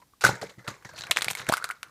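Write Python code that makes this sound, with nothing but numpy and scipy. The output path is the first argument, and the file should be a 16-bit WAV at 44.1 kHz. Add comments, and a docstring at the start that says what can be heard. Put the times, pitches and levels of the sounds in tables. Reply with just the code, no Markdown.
"""Over a faint hiss a heap of hollow plastic eggs knocks and rattles and the table thuds; fingers then rub
one egg, its seam snaps in a dense burst with small puffs of air, and the parted halves hum higher.
Snaps are noise bursts plus decaying tones; rattles and rub are dense ticks through short resonances;
thuds and rumble are low table modes. A diffuse tail follows the egg sounds; the hiss is shaped noise."""
import sys
import numpy as np
from scipy import signal
from scipy.fft import rfft, irfft
from scipy.io import wavfile

SR = 44100
rng = np.random.default_rng(int(sys.argv[2]) if len(sys.argv) > 2 else 0)


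def digitize_waveform(pressure):
    """Quantize a signal to 16-bit integers and store it at the path in sys.argv[1].

    Rows of a 2-D input are taken as channels; values are limited to [-1, 1].
    """
    field = np.atleast_2d(pressure).T
    bounded = np.clip(field, -1, 1)
    quanta = np.round(bounded * 32767).astype(np.int16)
    wavfile.write(sys.argv[1], SR, quanta)


N = 83790

# Table modes. Each row: frequency in Hz, level in dB, share of a thud's t60 (ratio).
TABLE_MODES = [(70, -17, 0.69), (98, -17, 0.51), (152, 1, 0.71), (125.2, 0.5, 1.15), (188.7, -4.5, 1.04),
               (280, -6, 0.66), (318.6, -4, 0.63), (488, -6, 0.18)]


def amp(db):
    """Decibels to amplitude ratio."""
    return 10 ** (np.asarray(db) / 20)


def rms_one(x):
    """Scale to rms 1."""
    return x / np.sqrt(np.mean(x ** 2) + 1e-20)


def band(x, low_hz, high_hz, order=2):
    """Butterworth bandpass."""
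    return signal.sosfilt(signal.butter(order, [low_hz, high_hz], "band", fs=SR, output="sos"), x)


def at_hz(points, hz):
    """Read a (Hz, dB) curve, linear in dB over log frequency."""
    curve_hz, curve_db = np.transpose(points)
    return np.interp(np.log(hz), np.log(curve_hz), curve_db)


def add(out, start_s, x):
    """Mix x in from start_s."""
    i = int(start_s * SR)
    out[i:i + len(x)] += x[:N - i]


def ring(x, hz, t60_s):
    """Two-pole resonance: x excites a sine that decays 60 dB in t60_s."""
    radius, turn = amp(-60 / (t60_s * SR)), 2 * np.pi * hz / SR
    return signal.lfilter([0, np.sin(turn)], [1, -2 * radius * np.cos(turn), radius * radius], x + 1e-18)


def moving_ring(x, hz, t60_s):
    """A resonance whose pitch follows the curve hz; rms 1."""
    turn = np.exp(2j * np.pi * np.cumsum(hz) / SR)
    # shift the pitch to 0 Hz, smooth there, shift back
    smoothed = signal.lfilter([1], [1, -amp(-60 / (t60_s * SR))], x / turn)
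    return rms_one(np.real(turn * smoothed))


def fall(t, t60_s):
    """Exponential decay, 60 dB in t60_s."""
    return amp(-60 * t / t60_s)


def ticks(colour, count=32):
    """Dense uneven little contacts dealt to short resonances across a colour; rms 1."""
    ticks_per_s, spread_db, t60_cycles = 8000, 3.5, 14.0
    sizes = amp(spread_db * np.minimum(rng.exponential(1, N), 4)) * rng.choice([-1, 1], N)
    sizes = sizes * (rng.random(N) < ticks_per_s / SR)
    dealt = rng.integers(0, count, N)
    out = np.zeros(N)
    for k, hz in enumerate(np.geomspace(colour[1][0], colour[-2][0], count)):
        t60_s = t60_cycles / hz
        rung = ring(ring(sizes * (dealt == k), hz, t60_s), hz, t60_s)
        out += amp(at_hz(colour, hz)) * hz * hz * rung  # hz squared offsets the longer rings of low pitches
    return rms_one(out)


def hiss():
    """Quiet room and microphone hiss: steady noise shaped by a spectral curve."""
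    # Each row: frequency in Hz, level in dB.
    hiss_colour = [(40, 10), (230, 0), (500, -7), (1000, -9), (2700, -12.5), (5100, -11), (7400, -13),
                   (14700, -14.5)]
    level_db = -65
    hz = np.maximum(np.arange(N // 2 + 1) * SR / N, 1)
    spectrum = rfft(rng.standard_normal(N)) * amp(at_hz(hiss_colour, hz))
    return amp(level_db) * rms_one(irfft(spectrum, N))


def rumble():
    """Handling rumble: noise through the table modes under a slow level curve."""
    # Each row: time in seconds, level in dB.
    rumble_levels = [(0.0, -67), (0.254, -94), (0.448, -61), (0.502, -68), (0.65, -72), (0.808, -67),
                     (0.952, -58.5), (1.074, -64), (1.38, -65), (1.502, -58), (1.634, -66), (1.766, -74.5),
                     (1.9, -67)]
    mode_t60_s = 0.089
    s, db = np.transpose(rumble_levels)
    white = rng.standard_normal(N)
    modes = sum(amp(mode_db) * ring(white, hz, mode_t60_s) for hz, mode_db, share in TABLE_MODES)
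    return amp(np.interp(np.arange(N) / SR, s, db)) * rms_one(modes)


def thuds():
    """Each thud strikes the table's low modes with slightly different strengths; they ring down."""
    # Each row: start in seconds, peak in dB, t60 in seconds.
    thud_rows = [(0.242, -22, 0.17), (0.257, -27, 0.05), (0.29, -23.5, 0.1), (0.327, -29.5, 0.11),
                 (0.417, -37.5, 0.19), (0.438, -41, 0.14), (0.578, -38, 0.11), (0.679, -28.5, 0.093),
                 (0.708, -36, 0.081), (0.852, -38.5, 0.059), (0.939, -51, 0.11), (0.995, -43.5, 0.039),
                 (1.049, -47, 0.09), (1.098, -39.5, 0.035), (1.158, -45, 0.19), (1.197, -53, 0.049),
                 (1.264, -37, 0.11), (1.311, -41.5, 0.071), (1.4, -41, 0.13), (1.423, -47, 0.083),
                 (1.641, -55, 0.089)]
    spread_db, rise_s = 1.2, 0.0039
    out, t = np.zeros(N), np.arange(SR // 2) / SR
    chance = rng.standard_normal((len(thud_rows), len(TABLE_MODES)))
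    for (s, db, t60_s), own in zip(thud_rows, chance):
        thud = np.zeros(len(t))
        for (hz, mode_db, share), c in zip(TABLE_MODES, own):
            thud += amp(mode_db + spread_db * c) * np.sin(2 * np.pi * hz * t) * fall(t, t60_s * share)
        thud = thud * (1 - np.exp(-t / rise_s))
        add(out, s, amp(db) * thud / abs(thud).max())
    return out


def room(x):
    """Diffuse reflections: x convolved with decaying lowpassed noise."""
    level_db, t60_s, rise_s = -22, 0.26, 0.0062
    t = np.arange(SR // 2) / SR
    dull = signal.lfilter([.5], [1, -.5], rng.standard_normal(len(t)))
    tail = dull * fall(t, t60_s) * np.clip(t / rise_s, 0, 1)
    return amp(level_db) * signal.fftconvolve(x, tail / np.sqrt(np.sum(tail ** 2)))[:N]


def rattles(hollow, bright):
    """Eggs tumble after each knock: ticks die away, ringing on the note of the struck eggs."""
    # Each row: start in seconds, hollow level in dB, note in Hz, bright level in dB, t60 in seconds.
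    rattle_rows = [(0, -93, 945, -67, 0.11), (0.02, -55.5, 980, -81, 0.06),
                   (0.209, -42.5, 1580, -38.5, 0.35), (0.2372, -20, 1526, -24, 0.2),
                   (0.262, -35, 1570, -34.5, 0.11), (0.287, -38, 950, -58.5, 0.45),
                   (0.351, -49, 1450, -53, 0.098), (0.416, -39.5, 564, -41.5, 0.19),
                   (0.492, -49.5, 600, -52, 0.15), (0.583, -55, 2050, -62, 0.36),
                   (0.643, -52, 600, -63.5, 0.32), (0.675, -35, 1200, -38, 0.17), (0.74, -61, 1140, -70, 1),
                   (0.847, -43, 1930, -46.5, 0.12), (0.89, -45.5, 1720, -57, 0.066)]
    rise_s, note_db, note_t60_cycles = 0.0013, -5, 28.0
    out, t = np.zeros(N), np.arange(SR // 2) / SR
    for s, hollow_db, note_hz, bright_db, t60_s in rattle_rows:
        part = slice(int(s * SR), int(s * SR) + len(t))
        note = amp(note_db) * rms_one(ring(hollow[part], note_hz, note_t60_cycles / note_hz))
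        envelope = (1 - np.exp(-t / rise_s)) * fall(t, t60_s)
        out[part] += envelope * (amp(hollow_db) * (hollow[part] + note) + amp(bright_db) * bright[part])
    return out


def puffs():
    """Air moves as the seam gives way: one sine cycle of pressure, a push and a pull."""
    # Each row: start in seconds, peak in dB, length in seconds.
    puff_rows = [(1.486, -28.5, 0.0056), (1.4946, -20, 0.0039), (1.521, -32, 0.0052)]
    out = np.zeros(N)
    for s, db, length_s in puff_rows:
        t = np.arange(int(length_s * SR)) / SR
        add(out, s, amp(db) * np.sin(2 * np.pi * t / length_s))
    return out


def rub(hollow, bright):
    """Fingers rub with stick-slip swells: the closed wall sings, then the parted halves hum."""
    # Each row: time in seconds, hollow level in dB, bright level in dB.
    rub_levels = [(0.9, -59, -52.5), (0.94, -49, -68.5), (0.971, -52.5, -51.5), (1.0, -52, -51.5),
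                  (1.049, -50.5, -60), (1.09, -46, -62.5), (1.12, -59, -69), (1.151, -61, -59),
                  (1.189, -33, -48), (1.204, -59, -66), (1.235, -51.5, -56), (1.27, -43, -49),
                  (1.312, -59, -45), (1.338, -57, -79), (1.385, -43, -46), (1.42, -43.5, -55),
                  (1.455, -52, -60.5), (1.48, -45, -55), (1.51, -40.5, -60.5), (1.548, -44, -57),
                  (1.585, -73, -66), (1.61, -49, -66), (1.655, -43.5, -55.5), (1.678, -48.5, -65),
                  (1.713, -56, -58), (1.739, -52.5, -72), (1.79, -68, -77), (1.825, -68, -96),
                  (1.844, -55, -70), (1.89, -59.5, -73)]
    # Note of the parting halves. Each row: time in seconds, frequency in Hz.
    opening_note = [(1.5, 640), (1.522, 1050), (1.54, 1420), (1.8, 1340)]
    # Singing wall. Each row: time in seconds, frequency in Hz, level in dB against the bright ticks.
    wall_song = [(0.96, 4330, 1.5), (1.0, 4160, -5), (1.05, 3730, 7), (1.1, 3720, -23), (1.5, 3800, -9)]
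    start_s, fade_s = 0.875, 0.14
    open_s, hum_share, hum_t60_s, crossfade_s = 1.492, .5, .008, 0.01
    waver_hz, waver_points_per_s = 90, 20
    song_t60_s = .005
    slips_per_s, slip_db, slip_decay_s = 450, 1, .001
    t = np.arange(N) / SR

    # the note wavers as the halves shift
    steps_s = np.arange(0, N / SR + 1, 1 / waver_points_per_s)
    waver = waver_hz * np.interp(t, steps_s, rng.standard_normal(len(steps_s)))
    hum = moving_ring(hollow, np.interp(t, *np.transpose(opening_note)) + waver, hum_t60_s)

    song_s, song_hz, song_db = np.transpose(wall_song)
    song = moving_ring(bright, np.interp(t, song_s, song_hz), song_t60_s)
    bright = bright + amp(np.interp(t, song_s, song_db)) * (t < open_s) * song

    slips = rng.exponential(1, N) * (rng.random(N) < slips_per_s / SR)
    swells = signal.lfilter([1], [1, -np.exp(-1 / (slip_decay_s * SR))], slips)
    bright = bright * (1 + amp(slip_db) * np.minimum(swells, 2))

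    share = hum_share * np.clip((t - open_s) / crossfade_s, 0, 1)
    hollow = (1 - share) * hollow + share * hum

    s, hollow_db, bright_db = np.transpose(rub_levels)
    mix = amp(np.interp(t, s, hollow_db)) * hollow + amp(np.interp(t, s, bright_db)) * bright
    return np.clip((t - start_s) / fade_s, 0, 1) * mix


def snaps():
    """Plastic snaps: a broad crack rings the wall and sizzles; a decaying tone rings from hollow or wall."""
    # Each row: start in seconds, crack level in dB, crack t60 in ms, wall ring in Hz, treble in dB against
    # the crack's lower band, tone peak in dB, tone in Hz, tone t60 in ms.
    snap_rows = [(0.001, -69, 26, 3000, -3, -55, 964, 51), (0.017, -55, 67, 2700, -13, -53.5, 986, 74),
                 (0.0234, -62, 43, 4270, -9, -52.5, 1030, 38),
                 (0.1354, -70, 2.0, 2700, -2, -49.5, 1150, 21), (0.2103, -33.5, 5.7, 3530, 1, -39, 1090, 8),
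                 (0.219, -29, 13, 5900, -1, -50.5, 1520, 2), (0.2386, -21.5, 11, 3840, -12, -22, 1380, 3.7),
                 (0.2406, -26, 11, 4400, 11.5, -9, 1504, 21), (0.2415, -45, 3, 3000, -5, -13, 710, 5.1),
                 (0.2492, -13.5, 3.6, 6900, 8, -5.5, 1516, 26),
                 (0.2652, -23.5, 110, 4700, 3, -15.5, 1420, 11), (0.259, -41, 47, 6700, 6, -20, 2060, 30),
                 (0.2912, -31, 5.2, 7000, 4, -14.5, 600, 4.6), (0.2939, -34, 74, 4100, -1, -19, 833, 17),
                 (0.355, -40, 33, 2950, -2, -35.5, 1674, 39), (0.4147, -28, 12, 2850, -8, -45, 2220, 3.5),
                 (0.4288, -55, 4.4, 5470, -15, -24.5, 706, 10.7),
                 (0.433, -44, 23, 2890, 8.5, -31.5, 490, 71), (0.44, -53, 21, 6440, -15, -27.5, 476, 34),
                 (0.468, -40, 9.4, 4030, -23, -42.5, 2360, 13),
                 (0.4964, -39.5, 30, 4100, -15, -45.5, 515, 6.6),
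                 (0.5913, -48, 25, 3840, -12, -47, 2030, 53),
                 (0.668, -55.5, 36, 2940, -19, -35.5, 1440, 5.8),
                 (0.6786, -23.5, 10, 4540, -15, -25.5, 1220, 7.2),
                 (0.683, -34.5, 21, 4220, 1, -27, 1320, 12), (0.742, -52, 8, 2480, -12, -45.5, 2400, 12),
                 (0.825, -50, 90, 2790, -8, -45, 1530, 5.6), (0.8491, -43, 6.2, 5700, 0, -36, 2160, 14),
                 (0.852, -49, 5, 2640, -10, -38, 990, 13), (0.8914, -40.5, 5.6, 3950, -2, -40, 1640, 30),
                 (0.8939, -58, 5, 2900, -5, -42.5, 940, 20), (0.914, -53, 8, 2980, -5, -47, 1600, 25),
                 (0.937, -48, 30.0, 3000, 0, -43, 623, 45), (0.9625, -42, 5, 4500, -20, -40, 4400, 10),
                 (0.967, -37, 8, 6800, -12, -41, 4400, 10), (0.9783, -31, 2, 2700, -10, -36, 1900, 3),
                 (0.981, -34, 43, 2970, -16, -36, 1350, 3.1), (0.986, -34, 1.8, 3540, -10, -34, 3580, 6.7),
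                 (0.9888, -31, 13, 6500, -4, -41, 4340, 10), (0.996, -37, 8, 4200, 1, -40, 4100, 10),
                 (1.0094, -26.5, 9.2, 7750, -27, -32, 4460, 10),
                 (1.0197, -29, 8.7, 6700, -22, -34, 3940, 16), (1.0371, -26, 6, 3100, -21, -30.5, 3970, 10),
                 (1.039, -33, 10, 3300, -15, -37, 1460, 34), (1.069, -29, 17, 2600, -12, -29.5, 1750, 5.4),
                 (1.0965, -54, 27, 2980, 5, -37.5, 677, 37), (1.111, -13.5, 1.4, 2900, 8, -12, 2120, 5.7),
                 (1.1138, -5, 2.5, 3990, -42, -17, 3940, 8.9), (1.118, -36, 10.1, 2680, 1, -15, 2600, 5.5),
                 (1.1205, -38, 3, 3350, -4, -30, 2070, 1.5), (1.1284, -39, 3.3, 4270, -11, -40, 1520, 2.8),
                 (1.1628, -15.5, 4, 3950, -25, -22.5, 1130, 1.1),
                 (1.1645, -38, 3.8, 3680, -3, -24, 3540, 16), (1.171, -5.5, 3.2, 2920, -43, -15, 2200, 2.2),
                 (1.1817, -23, 5.3, 4240, -17, -27, 1470, 3.2),
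                 (1.1868, -31, 6.4, 3800, 12.5, -17.5, 1850, 3.1),
                 (1.2096, -19.5, 2.9, 4630, -6, -29, 1460, 5.1),
                 (1.2202, -10, 0.7, 4330, -31, -24, 1930, 3.3), (1.223, -17, 6.6, 4300, 2, -48, 1460, 6.1),
                 (1.2277, -35, 6.5, 3600, -13, -25, 2150, 5.5),
                 (1.245, -15.5, 2.3, 5840, 3.5, -34, 2130, 6.8),
                 (1.248, -24, 5.5, 2650, -22, -24, 2300, 3.2), (1.2562, -35, 4.2, 4500, -15, -36, 2200, 4),
                 (1.2827, -15, 13.4, 4420, -10, -12, 2325, 7), (1.303, -30, 2, 3550, 11, -17, 2620, 1.6),
                 (1.3058, -24, 2.3, 3530, 4.5, -43, 1800, 1.1), (1.308, -21.5, 10, 4250, -11, -38, 1160, 4),
                 (1.3119, -18, 2.1, 2790, 5.5, -48, 2100, 3.2),
                 (1.3327, -26.5, 4.0, 8800, -7, -38, 1720, 7.1),
                 (1.3513, -20.5, 2.6, 6550, 3.5, -24, 2190, 16.5),
                 (1.3724, -26.5, 6.5, 3760, -2, -38, 2420, 5.8), (1.38, -32, 4, 1300, -5, -36, 3800, 6.2),
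                 (1.3958, -23.5, 2.7, 3600, -20, -31, 1670, 11), (1.4, -35, 6.3, 2700, -2, -31, 2270, 3.9),
                 (1.4034, -38, 40, 4130, 0, -39, 990, 9.7), (1.4156, -32, 15, 4260, -16, -35, 1550, 6.8),
                 (1.419, -30.5, 6.6, 2670, -13, -32, 1220, 7.7),
                 (1.468, -26, 5.2, 2700, -18, -32, 2180, 1.5), (1.4883, -24.5, 45, 3870, 6, -30, 795, 15),
                 (1.4905, -9, 7.4, 2000, -10, -17.5, 780, 4.1),
                 (1.4965, -15.5, 1.7, 4200, -27, -14.5, 660, 14.5),
                 (1.52, -22.5, 36, 2780, -19, -32, 1040, 22), (1.5239, -21, 10, 4870, 5.5, -9.5, 1070, 5.3),
                 (1.5278, -23, 110, 5260, -3, -22.5, 1210, 39),
                 (1.538, -12, 16.4, 3230, -7, -10.5, 1490, 12),
                 (1.5422, -33, 8.9, 4060, -14, -28, 1310, 27), (1.5632, -26, 1.8, 1700, -8, -42, 1200, 3.7),
                 (1.573, -38, 20, 2500, -8, -30, 2110, 27), (1.57, -22, 3.6, 9600, 7.5, -29, 1350, 18),
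                 (1.578, -29, 59, 2500, -13, -24.5, 1470, 17), (1.6, -47, 27, 3070, -10, -30.5, 1300, 9.3),
                 (1.615, -60, 24.4, 3000, -3, -35, 1330, 18), (1.6244, -48, 45, 2700, 2, -27, 1475, 16),
                 (1.6422, -16.5, 3.9, 4900, 1.5, -20.5, 1495, 13),
                 (1.6453, -23.5, 25, 2620, -37, -46, 1260, 7), (1.6513, -46, 5.4, 4680, -8, -32, 1297, 12),
                 (1.6901, -30, 12, 5430, 2, -32.5, 1308, 46), (1.7013, -66, 2.1, 2790, -8, -18.5, 1410, 12),
                 (1.7099, -27, 31, 2700, -3, -23, 2060, 5), (1.718, -49, 14.3, 4300, -5, -33, 1460, 16),
                 (1.8305, -23, 6.4, 6600, -4.5, -27.5, 1470, 8.1),
                 (1.8333, -34.5, 10, 2300, -18, -42, 2360, 8)]
    low_hz, mid_hz, high_hz = 600, 6100, 9900
    spike_db = 12.5  # added to the first noise sample
    broad_db, sizzle_db, sizzle_t60_s = -5, -15, 0.057
    wall_db, wall_t60_s = -4, .0022
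    tone_rise_cycles = 0.92
    out, t = np.zeros(N), np.arange(4000) / SR
    white = rng.standard_normal((len(snap_rows), len(t)))
    white[:, 0] += amp(spike_db)
    lows, tops = band(white, low_hz, mid_hz), band(white, mid_hz, high_hz, order=1)
    for row, low, top in zip(snap_rows, lows, tops):
        s, crack_db, crack_ms, wall_hz, top_db, tone_db, tone_hz, tone_ms = row
        burst = fall(t, crack_ms / 1000)
        wall = ring(burst * low, wall_hz, wall_t60_s)
        envelope = amp(broad_db) * burst + amp(sizzle_db) * fall(t, sizzle_t60_s)
        crack = envelope * (low + amp(top_db) * top) + amp(wall_db) * wall / abs(wall).max()
        swell = (1 - np.exp(-t * tone_hz / tone_rise_cycles)) * fall(t, tone_ms / 1000)
        tone = swell / swell.max() * np.sin(2 * np.pi * tone_hz * t)
        add(out, s, amp(crack_db) * crack + amp(tone_db) * tone)
    return out


def scene():
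    """Egg sounds with their room tail, over puffs, table and hiss."""
    # Colours of the ticks. Each row: frequency in Hz, level in dB.
    hollow_colour = [(210, -34), (350, -9.5), (541, -3), (644, -9), (1230, -3.5), (1510, -0.5),
                     (1860, -5.5), (2120, 0), (2800, -36), (3640, -80), (6160, -120)]
    bright_colour = [(2000, -30), (2600, 0), (3000, -7.5), (4000, 1.5), (5100, -3), (7000, -1.5),
                     (9000, -15.5), (11500, -19), (14500, -23), (15500, -30)]
    hollow, bright = ticks(hollow_colour), ticks(bright_colour)
    egg = snaps() + rattles(hollow, bright) + rub(hollow, bright)
    return (egg + room(egg) + puffs() + thuds() + rumble() + hiss())[None]


def record(dry):
    """The microphone rolls off at both ends, then a steep lowpass cuts the top."""
    mic_low_hz, mic_top_hz, cutoff_hz = 60.6, 16000, 16500
    soft = signal.sosfilt(signal.butter(8, mic_top_hz, fs=SR, output="sos"), dry)
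    soft = signal.sosfilt(signal.butter(2, mic_low_hz, "high", fs=SR, output="sos"), soft)
    return signal.sosfilt(signal.cheby2(12, 70, cutoff_hz, fs=SR, output="sos"), soft)


dry = scene()
out = record(dry)
digitize_waveform(out)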